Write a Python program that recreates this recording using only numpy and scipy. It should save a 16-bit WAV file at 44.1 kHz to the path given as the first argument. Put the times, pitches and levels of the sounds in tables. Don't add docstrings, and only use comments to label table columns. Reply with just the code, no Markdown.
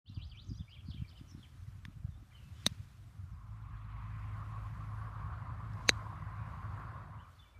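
import sys
import numpy as np
from scipy import signal
from scipy.io import wavfile
from scipy.ndimage import uniform_filter1d

SR = 44100
rng = np.random.default_rng(int(sys.argv[2]) if len(sys.argv) > 2 else 0)


def gain_from_db(level_db):
    decades = np.asarray(level_db, float) / 20
    return 10 ** decades


def store_wav(level_fs):
    pcm = np.round(np.clip(np.atleast_2d(level_fs), -1, 1) * 32767)
    wavfile.write(sys.argv[1], SR, pcm.T.astype(np.int16))


N = 334997
OPEN_IN_S, OPEN_OUT_S = (3.05, 4.16), (6.9, 7.365)


def evened(x):
    return x / np.sqrt(np.mean(x ** 2) + 1e-20)


def smoothed(x, width):
    return uniform_filter1d(uniform_filter1d(x, width), width)


def add(mix, s, sound):
    part = mix[round(s * SR):][:len(sound)]
    part += sound[:len(part)]


def fader(rows):
    s, db = np.transpose(rows)
    return gain_from_db(np.interp(np.arange(N) / SR, s, db))


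def noise(tone, size, patchy_db, flicker_db):
    frames, hz = 4 * N // size + 5, np.fft.rfftfreq(size, 1 / SR)
    a, b, patches = rng.standard_normal((frames, len(hz), 3)).T
    patches = evened(uniform_filter1d(uniform_filter1d(patches, 8, 0), 10, 1))
    flicker = evened(uniform_filter1d(rng.standard_normal(frames), 4))
    f, db = np.transpose(tone)
    colour_db = np.interp(np.log(hz + 1), np.log(f), db, left=-90, right=-90)[:, None]
    z = (a + 1j * b) * gain_from_db(colour_db + patchy_db * patches + flicker_db * flicker)
    return evened(signal.istft(z, nperseg=size, noverlap=3 * size // 4)[1][:N])


def trees(x, t60):
    taps = np.zeros(SR // 2)
    at = np.arange(80, len(taps) - 20, 20)
    at = at + rng.integers(0, 20, len(at))
    taps[at] = rng.choice([-1., 1.], len(at)) * gain_from_db(-60 * at / SR / t60)
    return signal.fftconvolve(x, taps / np.linalg.norm(taps))[:N]


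def openness():
    return np.interp(np.arange(N) / SR, OPEN_IN_S + OPEN_OUT_S, [0, 1, 1, 0])


def layer(sheltered_db, open_db, drift_db, share):
    # (time [s], level [dB])
    traffic = [(3.5, -1), (4.1, 0), (4.5, 1.2), (4.9, 0.3), (5.3, 3), (5.65, -1), (6.04, 2.5), (6.27, -1),
               (6.7, 1), (7.0, 1), (7.3, -3.5)]
    t = np.arange(N) / SR
    there = gain_from_db(open_db + drift_db * (t - 5.5)) * fader(traffic) ** share
    return np.hypot((1 - openness()) * gain_from_db(sheltered_db), openness() * there)


def hiss():
    # (frequency [Hz], density [dB per Hz])
    hiss_tone = [(300, 1.5), (1500, 9.5), (3000, 4.5), (6000, -0.5), (9000, -3.5), (12000, -5),
                 (14500, -8.5), (16000, -21.5)]
    # (peak [s], rise [s], fall [s], level [dB])
    rustles = [
        (1.4, .5, 0.55, -72.5),
        (2.6, 0.27, 0.48, -70),
        (4.55, 0.34, 0.66, -74),
        (5.959, .25, 0.19, -72.5),
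        (6.651, .4, .3, -76),
        (7.349, 0.073, 0.16, -74),
    ]
    t = np.arange(N) / SR
    power = gain_from_db(2 * -78)
    for s, rise, fall, db in rustles:
        power = power + gain_from_db(2 * db) * np.exp(-((t - s) / np.where(t < s, rise, fall)) ** 2)
    return np.sqrt(power) * noise(hiss_tone, size=512, patchy_db=1.3, flicker_db=0.66)


def far_road():
    # (frequency [Hz], density [dB per Hz])
    hush_tone = [(600, -22.5), (950, -6.5), (1280, 1), (1550, -7), (2200, -26)]
    late = np.arange(N) / SR > OPEN_OUT_S[0]
    gain = (1 - openness()) * gain_from_db(np.where(late, -73.5, -79))
    return gain * noise(hush_tone, size=1024, patchy_db=1.0, flicker_db=1.0)


def engine():
    # (frequency [Hz], level [dB])
    engine_lines = [
        (105.8, 1.5),
        (159, -14.5),
        (275, -27.5),
    ]
    hum_hz = 52.5
    slow = [evened(smoothed(rng.standard_normal(N), 3000)) for _ in range(5)]
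    t = np.cumsum(1 + .009 * slow[4]) / SR
    lines = np.zeros(N)
    for k, (hz, db) in enumerate(engine_lines):
        lines += gain_from_db(db + 1.4 * slow[k]) * np.sin(2 * np.pi * hz * t)
    hum = gain_from_db(slow[3]) * np.sin(2 * np.pi * hum_hz * np.cumsum(1 + 0.0041 * slow[3]) / SR)
    return np.sqrt(2) * (layer(-98.5, -49, -1.35, -0.5) * lines + layer(-67, -52, -2.5, 0.4) * hum)


def road():
    # (frequency [Hz], density [dB per Hz])
    rumble_tone = [(30, -45), (45, -15), (70, -2), (100, 1), (140, -4.5), (185, -15), (300, -29.5),
                   (400, -42)]
    # (frequency [Hz], density [dB per Hz])
    body_tone = [(180, -21), (270, -2), (340, -3.5), (400, -8.5), (550, -2), (750, -1), (950, -12.5),
                 (1300, -37)]
    # (frequency [Hz], density [dB per Hz])
    roar_tone = [(500, -36), (700, -13), (900, -9.5), (1060, 2), (1300, -5.5), (1700, -13), (3100, -33),
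                 (5000, -38)]
    # (frequency [Hz], density [dB per Hz])
    sizzle_tone = [(1300, -24.5), (1900, 2.5), (2600, -3), (3600, -14.5), (5500, -34.5)]
    t = np.arange(N) / SR
    late = (1 - openness()) * (t > OPEN_OUT_S[0])
    rumble = layer(-89, -47, 1.63, 0) * noise(rumble_tone, size=2048, patchy_db=2.0, flicker_db=1.0)
    body = layer(-81, -67, 3.5, 1) * noise(body_tone, size=1024, patchy_db=2.5, flicker_db=2.0)
    body *= gain_from_db(3.5 * late)
    lorry = gain_from_db(6.5 * np.exp(-((t - 4.04) / 0.3) ** 2))
    sizzle = layer(-100, -76, -2, 0.7) * lorry * noise(sizzle_tone, size=512, patchy_db=3.0, flicker_db=0.0)
    roar = layer(-82, -54.5, 1.7, 0.76) * noise(roar_tone, size=1024, patchy_db=2.2, flicker_db=0.76)
    roar *= gain_from_db(9 * late ** 4)
    return rumble + body + sizzle + roar


def wind():
    # (time [s], level [dB])
    strength = [(.1, -49.5), (.3, -55), (.48, -47.5), (.6, -49), (.67, -58), (.8, -51), (1, -49.5),
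                (1.3, -53), (1.85, -51), (2.3, -53.5), (2.65, -50), (2.95, -52), (3.5, -49.5), (7.1, -61),
                (7.6, -60)]
    # (frequency [Hz], density [dB per Hz])
    wind_tone = [(20, -41.5), (32, -13.5), (50, -1), (97, 1.5), (125, -6.5), (190, -18), (380, -34),
                 (600, -60.5)]
    # (centre [s], peak [dB], length [ms])
    buffets = [(.101, -36, 4.6), (.175, -33, 8.2), (.517, -29.5, 3.6), (.529, -36, 3.6),
               (0.597, -35.5, 11.5), (.609, -29.5, 5.6), (.888, -30, 4.3), (.905, -37, 24),
               (0.947, -37, 4.2), (.966, -40, 4.7), (.984, -39, 7), (1, -32.5, 11), (1.022, -27, 6),
               (1.213, -37, 3.8), (1.35, -37, 3.5), (1.395, -41, 3.5), (1.624, -41.5, 25),
               (1.684, -35.5, 9.8), (1.885, -34.5, 4.6), (1.97, -37, 9), (2.049, -27, 8.6),
               (2.091, -33.5, 7.8), (2.526, -38, 19), (2.72, -34, 6.3), (2.803, -35.5, 12),
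               (3.196, -38.5, 13.5), (3.241, -37, 11), (3.317, -38, 14), (3.333, -38, 7.2),
               (3.361, -43.5, 19)]
    # (time [s], peak [dB])
    gusts = [(0.091, -53), (.167, -45), (.465, -54), (0.501, -42), (.6, -55), (0.875, -54), (.94, -54),
             (1.012, -49), (1.232, -56), (1.21, -51), (1.316, -51.5), (1.343, -52), (1.372, -47),
             (1.548, -54), (1.848, -57), (1.892, -51.5), (2.172, -55.5), (2.221, -51.5)]
    slow_hz, quick_hz, quick_ms, eddy_hz = 86, 152, 6.9, 268
    out = fader(strength) * (1 - 0.57 * openness())
    out *= noise(wind_tone, size=2048, patchy_db=2.0, flicker_db=1.5)
    t = np.arange(-1500, 1500) / SR
    for s, db, ms in buffets:
        hz = slow_hz + (quick_hz - slow_hz) * np.exp(-ms / quick_ms)
        swing = np.cos(2 * np.pi * (hz * t + rng.random()))
        add(out, s + t[0], gain_from_db(db - 1.0) * np.exp(-2.8 * (1000 * t / ms) ** 2) * swing)
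    for s, db in gusts:
        eddy = np.exp(-(t / 0.0046) ** 2) * np.sin(2 * np.pi * eddy_hz * t)
        add(out, s + 0.0072 + t[0], gain_from_db(db - 3.0) * eddy)
    return out


def whistle(s, length, start_hz, middle_hz, end_hz, db):
    u = np.linspace(0, 1, round(length * SR))
    hz = start_hz * (1 - u) * (1 - 2 * u) + 4 * middle_hz * u * (1 - u) + end_hz * u * (2 * u - 1)
    shake, wobble = (evened(smoothed(rng.standard_normal(6000), 70))[:len(u)] for _ in range(2))
    hz = hz * (1 + .009 * wobble)
    lift_db = 4.5 * np.log2(hz / hz.mean())
    gain = gain_from_db(db + 3.0 + 2.8 * shake + lift_db)
    return s, gain * signal.windows.tukey(len(u), .35) * np.sin(2 * np.pi * np.cumsum(hz) / SR)


def buzz(s, length, low_hz, high_hz, db):
    t = np.arange(round(length * SR)) / SR
    turn = (t * 160) % 1
    hz = high_hz + (low_hz - high_hz) * turn
    swell = (0.3 + 0.65 * t / length) * signal.windows.tukey(len(t), .3)
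    return s, gain_from_db(db) * swell * np.sin(np.pi * turn) * np.sin(2 * np.pi * np.cumsum(hz) / SR)


def birds():
    # (time [s], length [s], start [Hz], end [Hz], level [dB])
    slurs = [(0.055, .038, 2850, 4250, -60.5), (0.06, 0.02, 4080, 5000, -68), (0.158, .02, 3680, 2800, -63),
             (.185, .03, 2770, 2810, -73), (0.211, 0.035, 2895, 4250, -61), (0.213, 0.03, 3750, 4500, -68),
             (0.313, 0.015, 3550, 2850, -61.5), (.33, .025, 2800, 2250, -70),
             (0.352, 0.02, 2290, 2900, -69), (0.37, 0.036, 2950, 4250, -59),
             (0.404, 0.027, 3820, 5220, -67.5), (0.461, .012, 5400, 6500, -73),
             (.469, .024, 6400, 6380, -76), (.778, .02, 2500, 2950, -73), (.93, .018, 3500, 4500, -72),
             (1.112, .012, 2450, 3000, -75), (.494, .015, 4910, 5000, -65), (.512, .012, 5080, 4600, -69),
             (0.572, 0.013, 5050, 4900, -66), (0.242, .016, 4500, 5250, -67),
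             (0.669, 0.035, 2110, 2840, -70.5), (.705, 0.033, 2800, 3310, -61),
             (0.745, 0.034, 3300, 2160, -66), (0.903, 0.024, 4250, 2790, -62),
             (0.929, 0.017, 2970, 3950, -62), (0.968, 0.016, 2810, 2220, -69),
             (1.044, .011, 2350, 2340, -69), (1.064, .012, 2200, 2300, -72),
             (1.091, 0.015, 5600, 3020, -69), (1.108, .012, 3050, 3000, -72),
             (1.12, 0.018, 3100, 4330, -72), (1.426, .02, 3520, 2950, -63.5),
             (1.444, 0.015, 2940, 2100, -69)]
    # (time [s], length [s], start [Hz], end [Hz], level [dB])
    far_slurs = [(2.095, .035, 3850, 3500, -82), (2.13, .055, 3500, 3870, -81),
                 (1.662, .025, 2150, 1800, -77), (2.31, .02, 2700, 2000, -72),
                 (2.324, .072, 3280, 2790, -68), (2.408, .016, 2660, 2650, -75),
                 (2.43, .06, 2670, 2600, -75), (2.362, .014, 4450, 4100, -78),
                 (2.36, .022, 2280, 2100, -78), (1.27, .035, 3050, 2950, -81),
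                 (2.543, .08, 2950, 3350, -76), (2.555, .09, 3380, 3720, -80),
                 (3.304, .054, 6380, 4600, -86), (3.48, .05, 5900, 5110, -92),
                 (4.838, .035, 10250, 9900, -88), (4.9, .04, 9400, 9250, -91),
                 (4.936, .014, 11600, 11550, -88), (4.94, .073, 10230, 10780, -87),
                 (5.025, .02, 10330, 9980, -88), (5.072, .045, 9220, 9000, -88),
                 (7.345, .038, 4550, 4300, -82), (7.39, 0.018, 3550, 3500, -68),
                 (7.417, .014, 3500, 3490, -71), (7.45, 0.028, 2380, 2280, -79),
                 (7.245, .02, 2400, 2250, -79), (7.21, 0.025, 3400, 3450, -81),
                 (7.44, 0.077, 3480, 3500, -82), (7.408, 0.046, 3180, 2950, -74),
                 (7.54, 0.045, 2300, 2330, -76.5), (7.225, .03, 3050, 2900, -79)]
    # (time [s], length [s], top [Hz], end [Hz], level [dB])
    arches = [(0.582, 0.048, 3570, 2580, -66.5), (0.768, 0.048, 3330, 2120, -69.5),
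              (.955, 0.0445, 3200, 2800, -66), (.694, .012, 4950, 4000, -73),
              (1.149, .046, 3100, 2300, -67.5), (7.183, 0.041, 3020, 3100, -72),
              (1.168, .03, 5200, 4300, -76), (.905, .017, 4550, 3700, -70)]
    # (time [s], start [Hz], end [Hz], level [dB])
    chips = [(.088, 4260, 3940, -63), (.093, 6100, 4600, -74), (.144, 5120, 4380, -64),
             (.152, 4450, 4550, -74), (.181, 6300, 5100, -83), (.19, 4700, 6000, -82),
             (.268, 6400, 4450, -72.5), (.295, 4950, 4300, -64.5), (.304, 4490, 4590, -70),
             (.356, 6300, 5000, -81), (.366, 5000, 6200, -78), (.441, 6900, 4900, -74),
             (.472, 7240, 7500, -79), (.488, 6300, 4900, -73), (.524, 4700, 5700, -71),
             (.529, 5600, 4300, -70), (.539, 3600, 2900, -74), (.546, 5400, 5900, -71),
             (.555, 3770, 4260, -72), (.562, 5600, 6400, -72), (.571, 6520, 5200, -73),
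             (.706, 4400, 5600, -74), (.713, 5600, 3000, -71), (.738, 2990, 3500, -65),
             (.741, 3370, 4350, -72), (.895, 3700, 5600, -66), (.946, 3980, 2790, -65),
             (1.075, 4780, 4250, -69), (1.087, 4000, 5630, -71), (1.171, 3500, 4250, -69),
             (1.194, 3900, 3000, -73), (1.311, 5430, 5270, -65), (7.382, 4220, 3550, -76)]
    # (time [s], length [s], low [Hz], high [Hz], level [dB])
    buzzes = [(0.175, 0.039, 2300, 3104, -57.5), (0.327, 0.039, 2195, 2920, -61),
              (0.85, 0.047, 4000, 5200, -62), (1.276, 0.035, 5100, 6400, -60),
              (1.377, 0.048, 3300, 3900, -66), (0.984, 0.052, 2200, 3100, -64),
              (1.288, .03, 6200, 7500, -72), (.058, .075, 2600, 2950, -70), (1.372, .05, 3850, 4300, -70)]
    chip_s = 0.0109
    song, far = np.zeros(N), np.zeros(N)
    for mix, rows in [(song, slurs), (far, far_slurs)]:
        for s, length, a_hz, b_hz, db in rows:
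            middle_hz = min(a_hz, b_hz) + .36 * abs(b_hz - a_hz)
            add(mix, *whistle(s, length, a_hz, middle_hz, b_hz, db))
    for s, length, top_hz, end_hz, db in arches:
        add(song, *whistle(s, length, .86 * top_hz, top_hz, end_hz, db))
    for s, a_hz, b_hz, db in chips:
        add(song, *whistle(s, chip_s, a_hz, (a_hz + b_hz) / 2, b_hz, db))
    for k in range(6):
        for hz in (4000, .85 * 4000):
            add(song, *whistle(3.62 + k * .074, chip_s, 1.07 * hz, hz, .95 * hz, -82))
    for row in buzzes:
        add(song, *buzz(*row))
    near = trees(gain_from_db(-5) * song + gain_from_db(-2) * far, t60=.06)
    wood = trees(gain_from_db(-6.5) * song + gain_from_db(-5) * far, t60=.5)
    return song + gain_from_db(-3) * far + near + wood


def swish():
    # (time [s], peak [dB])
    swings = [
        (2.6645, -64.5),
        (5.8916, -67),
    ]
    # (frequency [Hz], density [dB per Hz])
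    swish_tone = [(600, -21.5), (1300, 0.5), (3500, -3), (7000, -9), (12000, -22)]
    t = np.arange(N) / SR
    gain = sum(gain_from_db(db + np.minimum(94.5 * (t - s), 98.5 * (s - t))) for s, db in swings)
    return gain * noise(swish_tone, size=256, patchy_db=2.0, flicker_db=0.16)


def ring(drive, modes):
    t = np.arange(1500) / SR
    answer = np.zeros(len(t))
    for k, (hz, width, db) in enumerate(modes):
        age = 1.55 * np.pi * width * t
        answer += (-1) ** k * gain_from_db(db) * width * age * np.exp(-age) * np.sin(2 * np.pi * hz * t)
    return signal.fftconvolve(drive, answer / abs(answer).max())


def snap(drive, modes):
    t = np.arange(1500) / SR
    answer = np.zeros(len(t))
    for delay_ms, snap_db in [(0, 0), (.478, -6.7)]:
        since = np.maximum(t - delay_ms / 1000, 0)
        for hz, width, db in modes:
            fade = np.exp(-np.pi * width * since)
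            answer += gain_from_db(db + snap_db) * (1 - fade) * fade * np.cos(2 * np.pi * hz * since)
    answer = signal.lfilter(*signal.butter(3, 8800, fs=SR), answer)
    return signal.fftconvolve(drive, answer / abs(answer).max())


def thud(t, hz):
    return -(t * hz / .48) * np.exp(1 - t * hz / .45) * np.sin(2 * np.pi * hz * t)


def scuff(t, lead):
    # (frequency [Hz], width [Hz], level [dB])
    scuff_modes = [(2690, 520, -11), (4300, 410, -2.5), (6300, 410, -5), (9000, 560, -24),
                   (12200, 1800, -32)]
    drag = np.minimum(t / lead, 1) ** 2.5 * np.exp(-np.maximum(t - lead, 0) / 0.0066)
    return drag * evened(ring(rng.standard_normal(len(t)), scuff_modes))[:len(t)]


def spray(t):
    grit = np.diff(rng.standard_normal(len(t) + 2), 2)
    return grit * np.minimum(t / .0012, 1) * np.exp(-1000 * t / 4.9)


def strikes():
    # (time [s], turf thud [dB], thud pitch [Hz], scuff [dB], scuff lead [ms])
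    hits = [
        (1.8519, -44, 138, -70, 3),
        (2.6645, -26, 195, -41.5, 13),
        (5.8921, -25.5, 400, -32.5, 20),
        (5.7344, -74, 410, -84, 3),
    ]
    # (delay [ms], level [dB])
    cracks = [
        [(0, -33.5), (3, -56)],
        [(0, -10), (4.3, -26), (8.5, -40.5)],
        [(0, -3.8), (4, -23), (7.3, -29), (15, -39)],
        [(0.0055, -53)],
    ]
    # (frequency [Hz], width [Hz])
    crack_dips = [
        [(1380, 230), (3980, 300)],
        [(2620, 120), (7500, 460), (11950, 300)],
        [(3380, 150), (7350, 200)],
        [(4400, 300)],
    ]
    # (frequency [Hz], width [Hz], level [dB])
    front = [(590, 200, -12), (1100, 250, -18.5), (1940, 550, -15), (2850, 300, -22), (3770, 266, -0.5),
             (4420, 250, -11.5), (4950, 250, -24), (5800, 600, -13), (6474, 220, -20), (8490, 660, -15.5),
             (9970, 330, -21), (10500, 250, -26), (12700, 1500, -32), (14300, 700, -35.5)]
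    # (frequency [Hz], width [Hz], level [dB])
    behind = [(850, 400, -28), (1900, 2130, 0), (3950, 330, -12.6), (4510, 1560, -10), (5910, 650, -16.6),
              (6575, 150, -40), (7810, 680, -28), (8760, 500, -37)]
    # (frequency [Hz], width [Hz], level [dB])
    distant = [(990, 190, -6), (1800, 410, 3.5), (2700, 510, -10), (3550, 330, -2), (4830, 250, -16),
               (5350, 300, -11), (6040, 200, -24), (6900, 500, -23), (8600, 800, -27), (11000, 1500, -30)]
    sprays = [-70, -49, -52, -100]
    thud_delays = [-.2, 1.6, 2.6, 0]
    echo_floors = [3000, 1000, 3000, 3000]
    voices = [(ring, distant), (ring, front), (snap, behind), (ring, distant)]
    out, t = np.zeros(N), np.arange(1300) / SR
    for k, (s, thud_db, thud_hz, scuff_db, lead_ms) in enumerate(hits):
        voice, modes = voices[k]
        for delay_ms, db in cracks[k]:
            drive, heard = np.ones(1), modes
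            if delay_ms:
                drive = rng.standard_normal(200) * np.exp(-t[:200] / 0.0007)
                heard = [m for m in modes if m[0] > echo_floors[k]]
            crack = voice(drive / np.linalg.norm(drive), heard)
            for hz, width in crack_dips[k]:
                crack = signal.lfilter(*signal.iirnotch(hz, hz / width, SR), crack)
            add(out, s + delay_ms / 1000, -gain_from_db(db) * crack)
        add(out, s + thud_delays[k] / 1000, gain_from_db(thud_db) * thud(t, thud_hz))
        lead = lead_ms / 1000
        add(out, s - lead, gain_from_db(scuff_db) * scuff(t, lead))
        add(out, s, gain_from_db(sprays[k]) * spray(t))
    out += swish()
    return out + gain_from_db(-41) * trees(out, t60=0.17)


def scene():
    return (hiss() + far_road() + engine() + road() + wind() + birds() + strikes())[None]


def low_pass(x):
    return signal.sosfilt(signal.butter(12, 15620, fs=SR, output="sos"), x)


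def record(dry):
    fade = np.clip((np.arange(N) / SR - .044) / 0.077, 0, 1)
    cut = signal.sosfilt(signal.butter(4, 42, "high", fs=SR, output="sos"), dry * fade)
    cut = signal.oaconvolve(cut, signal.firwin(127, 15250, fs=SR)[None], "same")
    return low_pass(cut)


dry = scene()
out = record(dry)
store_wav(out)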